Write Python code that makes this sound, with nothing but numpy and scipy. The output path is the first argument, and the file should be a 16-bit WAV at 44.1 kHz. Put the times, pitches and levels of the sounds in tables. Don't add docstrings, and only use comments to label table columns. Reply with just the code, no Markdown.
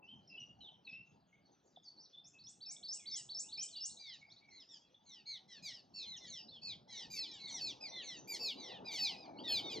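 import sys
import numpy as np
from scipy import signal
from scipy.fft import rfft, irfft, next_fast_len
from scipy.io import wavfile
from scipy.ndimage import uniform_filter1d

SR = 44100
rng = np.random.default_rng(int(sys.argv[2]) if len(sys.argv) > 2 else 0)


def to_wav(s):
    ch = np.atleast_2d(s).T
    pcm = np.round(np.clip(ch, -1, 1) * 32767)
    wavfile.write(sys.argv[1], SR, pcm.astype(np.int16))


N = 432180


def gain_of(db):
    return 10 ** (np.asarray(db) / 20)


def evened(x):
    return x / np.sqrt(np.mean(x ** 2) + 1e-20)


def read(points, hz):
    f, value = np.transpose(points)
    return np.interp(np.log(hz + 1), np.log(f + 1), value)


def waver(length, size):
    once = uniform_filter1d(rng.standard_normal(length), size)
    return evened(uniform_filter1d(once, size))


def sine(hz):
    return np.sin(2 * np.pi * np.cumsum(hz) / SR)


def add(mix, s, sound, lag):
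    for channel, at in enumerate((round(s * SR), round(s * SR + lag))):
        part = mix[channel, max(at, 0):][:len(sound)]
        part += sound[:len(part)]


def rasp(length, depth):
    return 1 + depth * waver(length, size=36)


def flock():
    # t/s, length/s, kind, upper voice start f/Hz, lower voice start f/Hz, sum tone end f/Hz,
    # call level/dB before its partials are weighted, upper voice added level/dB; the row at 5.947 s is the
    # water's duller mirror of the call at 5.95 s
    swallow_calls = [(3.104, 0.12, "wide", 2320, 1550, 2730, -57.5, -6.5),
                     (3.998, 0.18, "dull", 2377, 1732, 2466, -59, 0.5),
                     (4.513, 0.14, "close", 2250, 1970, 2510, -64.5, -6),
                     (4.697, 0.093, "shrill", 1934, 1725, 3000, -64.5, -12),
                     (5.064, 0.17, "long", 2250, 1976, 2560, -63.5, -7.5),
                     (5.267, .12, "close", 2270, 1977, 2990, -49.5, -5.5),
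                     (5.489, 0.12, "shrill", 2064, 1350, 2415, -68, 5),
                     (5.634, .1, "wide", 2500, 1680, 2750, -58, 6.5),
                     (5.659, 0.16, "shrill", 2305, 1646, 2604, -65.5, -4),
                     (5.947, 0.13, "dull", 2690, 1837, 2850, -53.5, -12),
                     (5.95, 0.12, "high", 2708, 1860, 3370, -52, -6.5),
                     (6.059, 0.13, "close", 2162, 1950, 2690, -52, -9),
                     (6.209, 0.1, "low", 2073, 1550, 2830, -62.5, 2),
                     (6.273, 0.16, "long", 2320, 2156, 2654, -55, -9),
                     (6.523, 0.077, "dull", 1843, 1750, 2890, -57.5, -26),
                     (6.626, 0.13, "high", 2607, 1925, 3094, -49, -8),
                     (6.664, 0.084, "dull", 2606, 1708, 2790, -57.5, 0),
                     (6.889, 0.097, "wide", 2056, 1357, 2780, -66.5, 5.5),
                     (6.909, 0.15, "low", 2287, 1825, 2780, -55, -5.5),
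                     (6.953, 0.13, "shrill", 2228, 1330, 2440, -65.5, 5.5),
                     (7.111, 0.096, "arched", 2430, 1566, 2770, -65, 14.5),
                     (7.157, 0.12, "high", 2636, 1935, 2960, -46, -5),
                     (8.348, 0.031, "shrill", 1990, 1495, 2840, -56, -24),
                     (7.243, 0.17, "dull", 2557, 1770, 3100, -58.5, -7.5),
                     (7.266, 0.16, "low", 1985, 1625, 2450, -63, -8),
                     (7.393, .13, "close", 2214, 1846, 2960, -54.5, -2),
                     (7.475, 0.072, "close", 2273, 2086, 3510, -52.5, -7),
                     (7.514, 0.11, "arched", 2203, 1646, 2450, -58, 2.5),
                     (7.604, .12, "high", 2606, 1932, 3180, -44.5, -7),
                     (7.668, 0.074, "wide", 2763, 1900, 2500, -56.5, -9),
                     (7.816, 0.084, "low", 2540, 1530, 2740, -70, 20),
                     (7.922, .13, "close", 2070, 1544, 2225, -52.5, -0.5),
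                     (8.027, 0.17, "long", 2280, 2080, 2610, -55.5, 0.5),
                     (8.285, 0.097, "arched", 2415, 1482, 2464, -76.5, 30),
                     (8.4, 0.14, "high", 2640, 1993, 2680, -42.5, -5),
                     (8.577, 0.084, "high", 2347, 1662, 3170, -57.5, -3),
                     (8.601, 0.16, "long", 2210, 1915, 2410, -59, -0.5),
                     (8.683, 0.12, "dull", 2085, 1603, 2480, -60, 0),
                     (8.857, 0.091, "dull", 2500, 1520, 2670, -57.5, 9.5),
                     (8.919, 0.099, "wide", 2417, 1510, 2574, -51, 4),
                     (8.985, .13, "high", 2586, 2000, 2875, -40, -4.5),
                     (9.04, 0.13, "long", 2335, 1565, 2400, -55.5, -1),
                     (9.159, .13, "close", 2524, 1580, 2380, -71, 9),
                     (9.446, 0.098, "dull", 1977, 1794, 2640, -46, -9),
                     (9.486, .13, "high", 2552, 1850, 2954, -38.5, -5),
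                     (9.635, 0.11, "close", 2223, 1490, 2720, -49, -11),
                     (9.701, 0.096, "low", 2507, 1547, 2800, -55.5, 6)]
    call_kinds = {"high": (1.74, 0.8, -5.5, 0.26), "close": (2.5, 0.46, -4.5, 0.31),
                  "arched": (2, 0.14, 20.2, 0.46), "dull": (1.44, 0, -5, 0.4), "wide": (1, 0.47, 12.7, .43),
                  "low": (1.5, .3, 6.9, 0.48), "shrill": (1.05, 0.476, 20.9, 0.43),
                  "long": (.9, 0.735, 11.4, 0.26)}
    out = np.zeros((2, N))
    for s, length, kind, upper_hz, lower_hz, end_hz, db, upper_db in swallow_calls:
        bend, ease, bright_db, share = call_kinds[kind]
        fall_hz = upper_hz + lower_hz - end_hz
        upper_end_hz = upper_hz - share * fall_hz
        lower_end_hz = lower_hz - (1 - share) * fall_hz
        sound = swallow(length, upper_hz, upper_end_hz, lower_hz, lower_end_hz,
                        bend, ease, db, upper_db, bright_db)
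        lag = rng.normal(.7, .45)
        start_s = s - .012
        add(out, start_s, sound, lag)
        add(out, start_s + rng.uniform(.008, 0.022), gain_of(-11.0) * sound, lag)
    return out


def swallow(length, up0, up1, low0, low1, bend, ease, db, upper_db, bright_db):
    # multiple of upper voice, multiple of lower voice, level/dB
    partial_mix = [(1, 0, -5.5), (2, 0, 1), (3, 0, -25.5), (4, 0, -16), (5, 0, -13.5), (6, 0, -28),
                   (1, 1, 3.5), (2, 1, -11.5), (3, 1, -20), (2, 2, -13), (3, 2, -11), (3, 3, -18.5),
                   (4, 2, -28), (4, 1, -23.5), (5, 1, -16.5)]
    t = np.arange(round((length + 0.014) * SR)) / SR - .012
    scoop = 1 - .1 * np.clip(-t / 0.01196, 0, 1) ** 2
    fall = np.clip(t / length, 0, 1) ** bend
    fall = fall + np.clip(ease, 0, 1) * (np.sin(np.pi / 2 * fall) ** 2 - fall)

    far_db = 0.67 * min(db + max(upper_db, 0) + 31.5, 0)
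    flutter = 0.0024 * gain_of(-.8 * (far_db + 9.0))
    grain = 0.17 * gain_of(-.5 * (far_db + 9.5))

    def voice_phase(start_hz, end_hz):
        hz = (start_hz + (end_hz - start_hz) * fall) * scoop
        return 2 * np.pi * np.cumsum(hz * (1 + flutter * waver(len(t), size=60))) / SR

    upper, lower = voice_phase(up0, up1), voice_phase(low0, low1)
    colour_db = 0.88 * rng.standard_normal(len(partial_mix))
    tone = np.zeros(len(t))
    for (m, n, partial_db), own_db in zip(partial_mix, colour_db):
        level_db = partial_db + far_db * max(m + n - 3, 0)
        if m + n > 2:
            level_db += own_db + bright_db
        if n == 0:
            level_db += upper_db
        shimmer_db = 3.0 * (.25 if m == n else 1)
        level_db = level_db + shimmer_db * waver(len(t), size=220)
        beads = 1 + grain * (m + n) / 2 * waver(len(t), size=70)
        tone += gain_of(level_db) * np.sin(m * upper + n * lower) * beads

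    hiss = np.diff(rng.standard_normal(len(t) + 1))
    tone = tone + gain_of(-26.0 + max(upper_db, 0) + 2.7 * far_db) * hiss
    swell = np.abs(np.sin(np.pi * np.linspace(0, 1, len(t)) ** 0.91)) ** 0.91
    return gain_of(db) * swell * tone * rasp(len(t), 0.082)


def warbler():
    # arched note t/s, rising note t/s, phrase level/dB
    phrases = [(2.389, 2.44, -58), (2.611, 2.662, -49), (2.8336, 2.886, -44.5), (3.062, 3.114, -44.5),
               (3.2953, 3.3482, -43.5), (3.524, 3.577, -44), (3.7555, 3.807, -45)]
    # t/s from onset, f/Hz, relative level/dB
    arched_note = [(-.008, 2855, -22), (.003, 4150, -9.5), (.011, 4530, -7), (.019, 4704, -4.5),
                   (.03, 4350, -6.5), (.043, 3700, -17.5), (.05, 3800, -24.5)]
    # t/s from onset, f/Hz, relative level/dB
    rising_note = [(-.005, 6050, -9), (.004, 4980, 0), (.012, 5114, 1), (.043, 5820, 1), (.058, 7490, 5.5),
                   (.068, 7990, 1.5), (.074, 8000, 1.5), (.083, 8570, -8), (.09, 8500, -45)]
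    arch_boost_db = 5
    out = np.zeros((2, N))
    arch_s, rise_s, phrase_db = np.transpose(phrases)
    for shape, onsets, levels_db in ((arched_note, arch_s, phrase_db + arch_boost_db),
                                     (rising_note, rise_s, phrase_db)):
        s, hz, db = np.transpose(shape)
        t = np.arange(s[0], s[-1], 1 / SR)
        pitch = uniform_filter1d(np.interp(t, s, hz), 250, mode="nearest")
        for at, note_db in zip(onsets, levels_db):
            sung = pitch * (1 + 0.008 * waver(len(t), size=500))
            level_db = np.interp(t, s, db) + 1.5 * waver(len(t), size=300)
            note = gain_of(level_db) * sine(sung) * signal.windows.tukey(len(t), .15)
            add(out, at + s[0], gain_of(note_db) * note, 1)
    return out


def whistles():
    # t/s, length/s, start f/Hz, middle f/Hz, end f/Hz, level/dB
    whistle_notes = [(0.019, 0.054, 2690, 2700, 2860, -63.5), (0.066, 0.092, 2820, 3133, 2920, -59),
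                     (0.272, 0.046, 5720, 5150, 4930, -64), (0.292, 0.085, 2770, 2690, 2637, -57.5),
                     (0.369, 0.078, 2980, 2868, 2820, -54), (0.362, 0.029, 3400, 3180, 2940, -67),
                     (0.395, 0.03, 6100, 5800, 5450, -63), (0.6, 0.105, 4160, 3590, 2820, -56),
                     (0.605, 0.028, 3030, 2990, 2890, -60), (0.844, 0.059, 4650, 3840, 3370, -62.5),
                     (0.866, 0.05, 2640, 2574, 2530, -51), (0.918, 0.067, 2580, 2645, 2690, -53),
                     (0.983, 0.058, 2700, 2700, 2750, -62), (0.882, 0.057, 5460, 5200, 4280, -69),
                     (0.915, 0.05, 5650, 5400, 5440, -74), (1.45, 0.033, 4410, 4450, 4500, -70),
                     (1.319, 0.052, 2130, 2200, 2370, -73.5), (1.76, 0.015, 3800, 3450, 3270, -61),
                     (1.828, 0.044, 7200, 5850, 4720, -69), (1.838, 0.07, 4980, 4510, 4620, -60),
                     (1.51, 0.048, 6500, 6160, 6040, -75), (1.655, 0.04, 7700, 6640, 5630, -74),
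                     (1.969, 0.066, 4080, 4920, 6440, -62), (2.025, 0.044, 5920, 5340, 3100, -65),
                     (2.123, 0.088, 3450, 3516, 3620, -61), (2.235, 0.059, 5050, 5930, 8170, -63.5),
                     (2.33, 0.061, 2615, 2600, 2550, -71.5), (2.469, 0.0088, 3700, 3410, 3400, -59),
                     (2.643, 0.16, 2790, 2265, 2385, -73.5), (2.763, 0.0079, 3340, 3510, 3640, -56),
                     (2.923, 0.18, 3640, 2324, 2300, -71), (3.421, 0.083, 2335, 2730, 3130, -73),
                     (3.002, 0.009, 3540, 3380, 3480, -58), (3.57, 0.027, 2330, 2430, 2590, -58),
                     (3.583, 0.079, 2980, 3140, 2870, -59), (3.483, 0.05, 3350, 4150, 5050, -63),
                     (3.688, 0.0068, 3500, 3530, 3400, -62), (3.748, 0.088, 2950, 2846, 2860, -62),
                     (3.702, 0.095, 4900, 3820, 3130, -59.5), (3.893, 0.048, 3300, 4450, 3800, -59.5),
                     (3.955, 0.086, 7220, 6160, 6020, -70), (3.965, 0.052, 3190, 4480, 4700, -58.5),
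                     (4.057, 0.11, 5780, 4690, 3290, -59), (4.106, 0.049, 5200, 5400, 7970, -68.5),
                     (4.206, 0.068, 2270, 2216, 2440, -66), (4.259, 0.091, 4930, 5220, 7570, -75),
                     (4.296, 0.037, 3200, 3900, 4740, -60.5), (4.361, 0.036, 3340, 4300, 4600, -64),
                     (4.403, 0.16, 2194, 2243, 1930, -68.5), (4.479, 0.11, 4920, 6320, 6400, -74),
                     (4.595, 0.045, 5500, 5120, 4600, -61), (4.71, 0.08, 7540, 6700, 4880, -67.5),
                     (4.795, 0.069, 3250, 3300, 3370, -71.5), (4.943, 0.012, 3200, 3440, 3580, -63.5),
                     (6.163, 0.032, 6900, 5800, 4750, -57), (6.353, 0.1, 6250, 5250, 4540, -61.5),
                     (6.479, 0.046, 3530, 4380, 4280, -59.5), (7.337, 0.02, 7500, 7140, 6130, -58),
                     (7.477, 0.046, 9030, 6500, 4200, -57), (7.875, 0.046, 5160, 5820, 5800, -55.5),
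                     (8.161, 0.048, 6700, 6320, 5500, -61.5), (7.3, 0.031, 4700, 5120, 6260, -58),
                     (9.197, 0.21, 2560, 2330, 2175, -71.5), (9.364, 0.066, 3920, 4600, 4800, -62),
                     (9.385, 0.028, 2650, 3200, 3200, -56.5)]
    throb_hz, throb_depth, throb_below_hz = 79.7, 0.35, 3200
    out = np.zeros((2, N))
    for s, length, start_hz, middle_hz, end_hz, db in whistle_notes:
        u = np.linspace(0, 1, round(length * SR))
        hz = start_hz * (1 - u) * (1 - 2 * u) + 4 * middle_hz * u * (1 - u) + end_hz * u * (2 * u - 1)
        tone = sine(hz * (1 + 0.012 * waver(len(u), size=60)))
        if middle_hz < throb_below_hz:
            tone *= 1 + throb_depth * np.cos(2 * np.pi * throb_hz * u * length)
        level = gain_of(db + 3.7 * waver(len(u), size=400))
        note = level * tone * rasp(len(u), 0.082) * signal.windows.tukey(len(u), .45)
        add(out, s, note, rng.choice([0.036, 1, 0.83, 1.6]))
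    return out


def twitter():
    out = np.zeros((2, N))
    for at, pitch, glide, size, loud in rng.random((700, 5)):
        u = np.linspace(0, 1, round((0.023 + 0.05 * size) * SR))
        hz = (2500 + 4200 * pitch) * (1 + .5 * (glide - .7) * u)
        level = gain_of(-91 + 8.2 * loud + 3.7 * at ** 2)
        chip = level * np.sin(np.pi * u) * rasp(len(u), 0.66) * sine(hz)
        add(out, at * N / SR, chip, 1)
    return out


def knock():
    # t/s, level/dB, f/Hz
    wood = [(1.772, -47, 720)]
    out, t = np.zeros((2, N)), np.arange(2000) / SR
    for s, db, hz in wood:
        decay = gain_of(db - 60 * t / 0.03)
        attack = np.minimum(t / 0.0024, 1)
        add(out, s, decay * np.sin(2 * np.pi * hz * t) * attack, 8)
    return out


def echoes(x, t60):
    same = 0.95
    grid = np.arange(260, SR // 2, 20)
    at = grid + rng.integers(0, 20, (2, len(grid)))
    level_db = -60 * at / SR / t60 + 2.5 * waver(len(grid), size=20)
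    taps = np.zeros((2, SR // 2 + 20))
    np.put_along_axis(taps, at, rng.choice([-1., 1.], at.shape) * gain_of(level_db), 1)
    taps[1] = same * taps[0] + np.sqrt(1 - same ** 2) * taps[1]
    return signal.oaconvolve(x, taps / np.linalg.norm(taps[0]), axes=1)[:, :N]


def noise(shape, level_db, patchy_db, lumpy_db):
    # f/Hz, phase [rad]
    left_lead = [(40, .1), (250, 0.68), (1030, 1.75), (1640, 1.1), (15000, 0.24)]
    # f/Hz, likeness [0-1]
    likeness = [(300, 0.96), (1000, 1), (15000, 0.23)]
    # f/Hz, level/dB
    left_tilt = [(80, -2), (700, 2), (1290, 3.5), (2380, -2)]
    frames, hz = N // 256 + 5, np.fft.rfftfreq(1024, 1 / SR)
    a, b, c, d, patches = rng.standard_normal((frames, 513, 5)).T
    patches = evened(uniform_filter1d(uniform_filter1d(patches, 5, 0), 14, 1))
    same = np.clip(read(likeness, hz), 0, 1)[:, None]
    left = a + 1j * b
    right = same * left + np.sqrt(1 - same ** 2) * (c + 1j * d)
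    right = right * np.exp(-1j * read(left_lead, hz))[:, None]
    tilt = gain_of(read(left_tilt, hz) / 2)[:, None]
    band_db = read(shape, hz)[:, None] + patchy_db * patches + lumpy_db * waver(frames, size=6)
    spectrum = np.array([left * tilt, right / tilt]) * gain_of(band_db)
    out = signal.istft(spectrum, nperseg=1024, noverlap=768)[1][:, :N]
    return gain_of(level_db) * out / np.sqrt(np.mean(out.mean(0) ** 2))


def low_rush():
    # t/s, rumble level/dB, rush level/dB
    rush_levels = [(0, -71.5, -77), (1, -74.5, -77), (1.9, -80.5, -81), (3.4, -76, -76), (4.9, -82, -79),
                   (6.7, -70, -72), (8.1, -76, -62.5), (9.099, -77, -59.5), (9.8, -67.5, -52.5)]
    # f/Hz, relative level/dB
    rumble_shape = [(15, -58), (25, -31), (38, -35), (67, -7), (162, 8), (400, -12.5), (520, -39),
                    (880, -120)]
    # f/Hz, relative level/dB
    rush_shape = [(71, -41.5), (120, -9), (284, 0), (447, -4.5), (542, -5), (843, -2), (1280, -22),
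                  (1800, -31), (2340, -56), (3960, -120)]
    s, *levels_db = np.transpose(rush_levels)
    rumble_db, rush_db = (np.interp(np.arange(N) / SR, s, db) for db in levels_db)
    rumble = noise(rumble_shape, rumble_db, patchy_db=4.0, lumpy_db=2.3)
    return rumble + noise(rush_shape, rush_db, patchy_db=3.3, lumpy_db=2.0)


def quiet_air():
    # f/Hz, relative level/dB
    air_shape = [(710, -32), (1200, 14), (3850, -4.5), (4830, -9), (6110, -26), (7170, -29), (15500, -27.5)]
    return noise(air_shape, -91.5, patchy_db=1.5, lumpy_db=.5)


def scene():
    calls, song, notes = flock(), warbler(), whistles()
    birds = calls + song + notes
    scattered = echoes(gain_of(-11.5) * calls, 0.21) + echoes(gain_of(-4) * song, 0.29)
    scattered += echoes(gain_of(-3) * notes + twitter(), .32)
    return birds + scattered + knock() + low_rush() + quiet_air()


def record(dry):
    # f/Hz, level/dB
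    mic_response = [(6500, 1.45), (9000, -8), (10100, -35), (11200, 3.5), (15500, 10)]
    edge_hz = 15680
    size = next_fast_len(N + SR)
    gain = gain_of(read(mic_response, np.fft.rfftfreq(size, 1 / SR)))
    coloured = irfft(rfft(dry, size, axis=1) * gain, size, axis=1)[:, :N]
    lowpass = signal.firwin(511, edge_hz, window=("kaiser", 9), fs=SR)
    return signal.oaconvolve(coloured, lowpass[None], "same")


dry = scene()
out = record(dry)
to_wav(out)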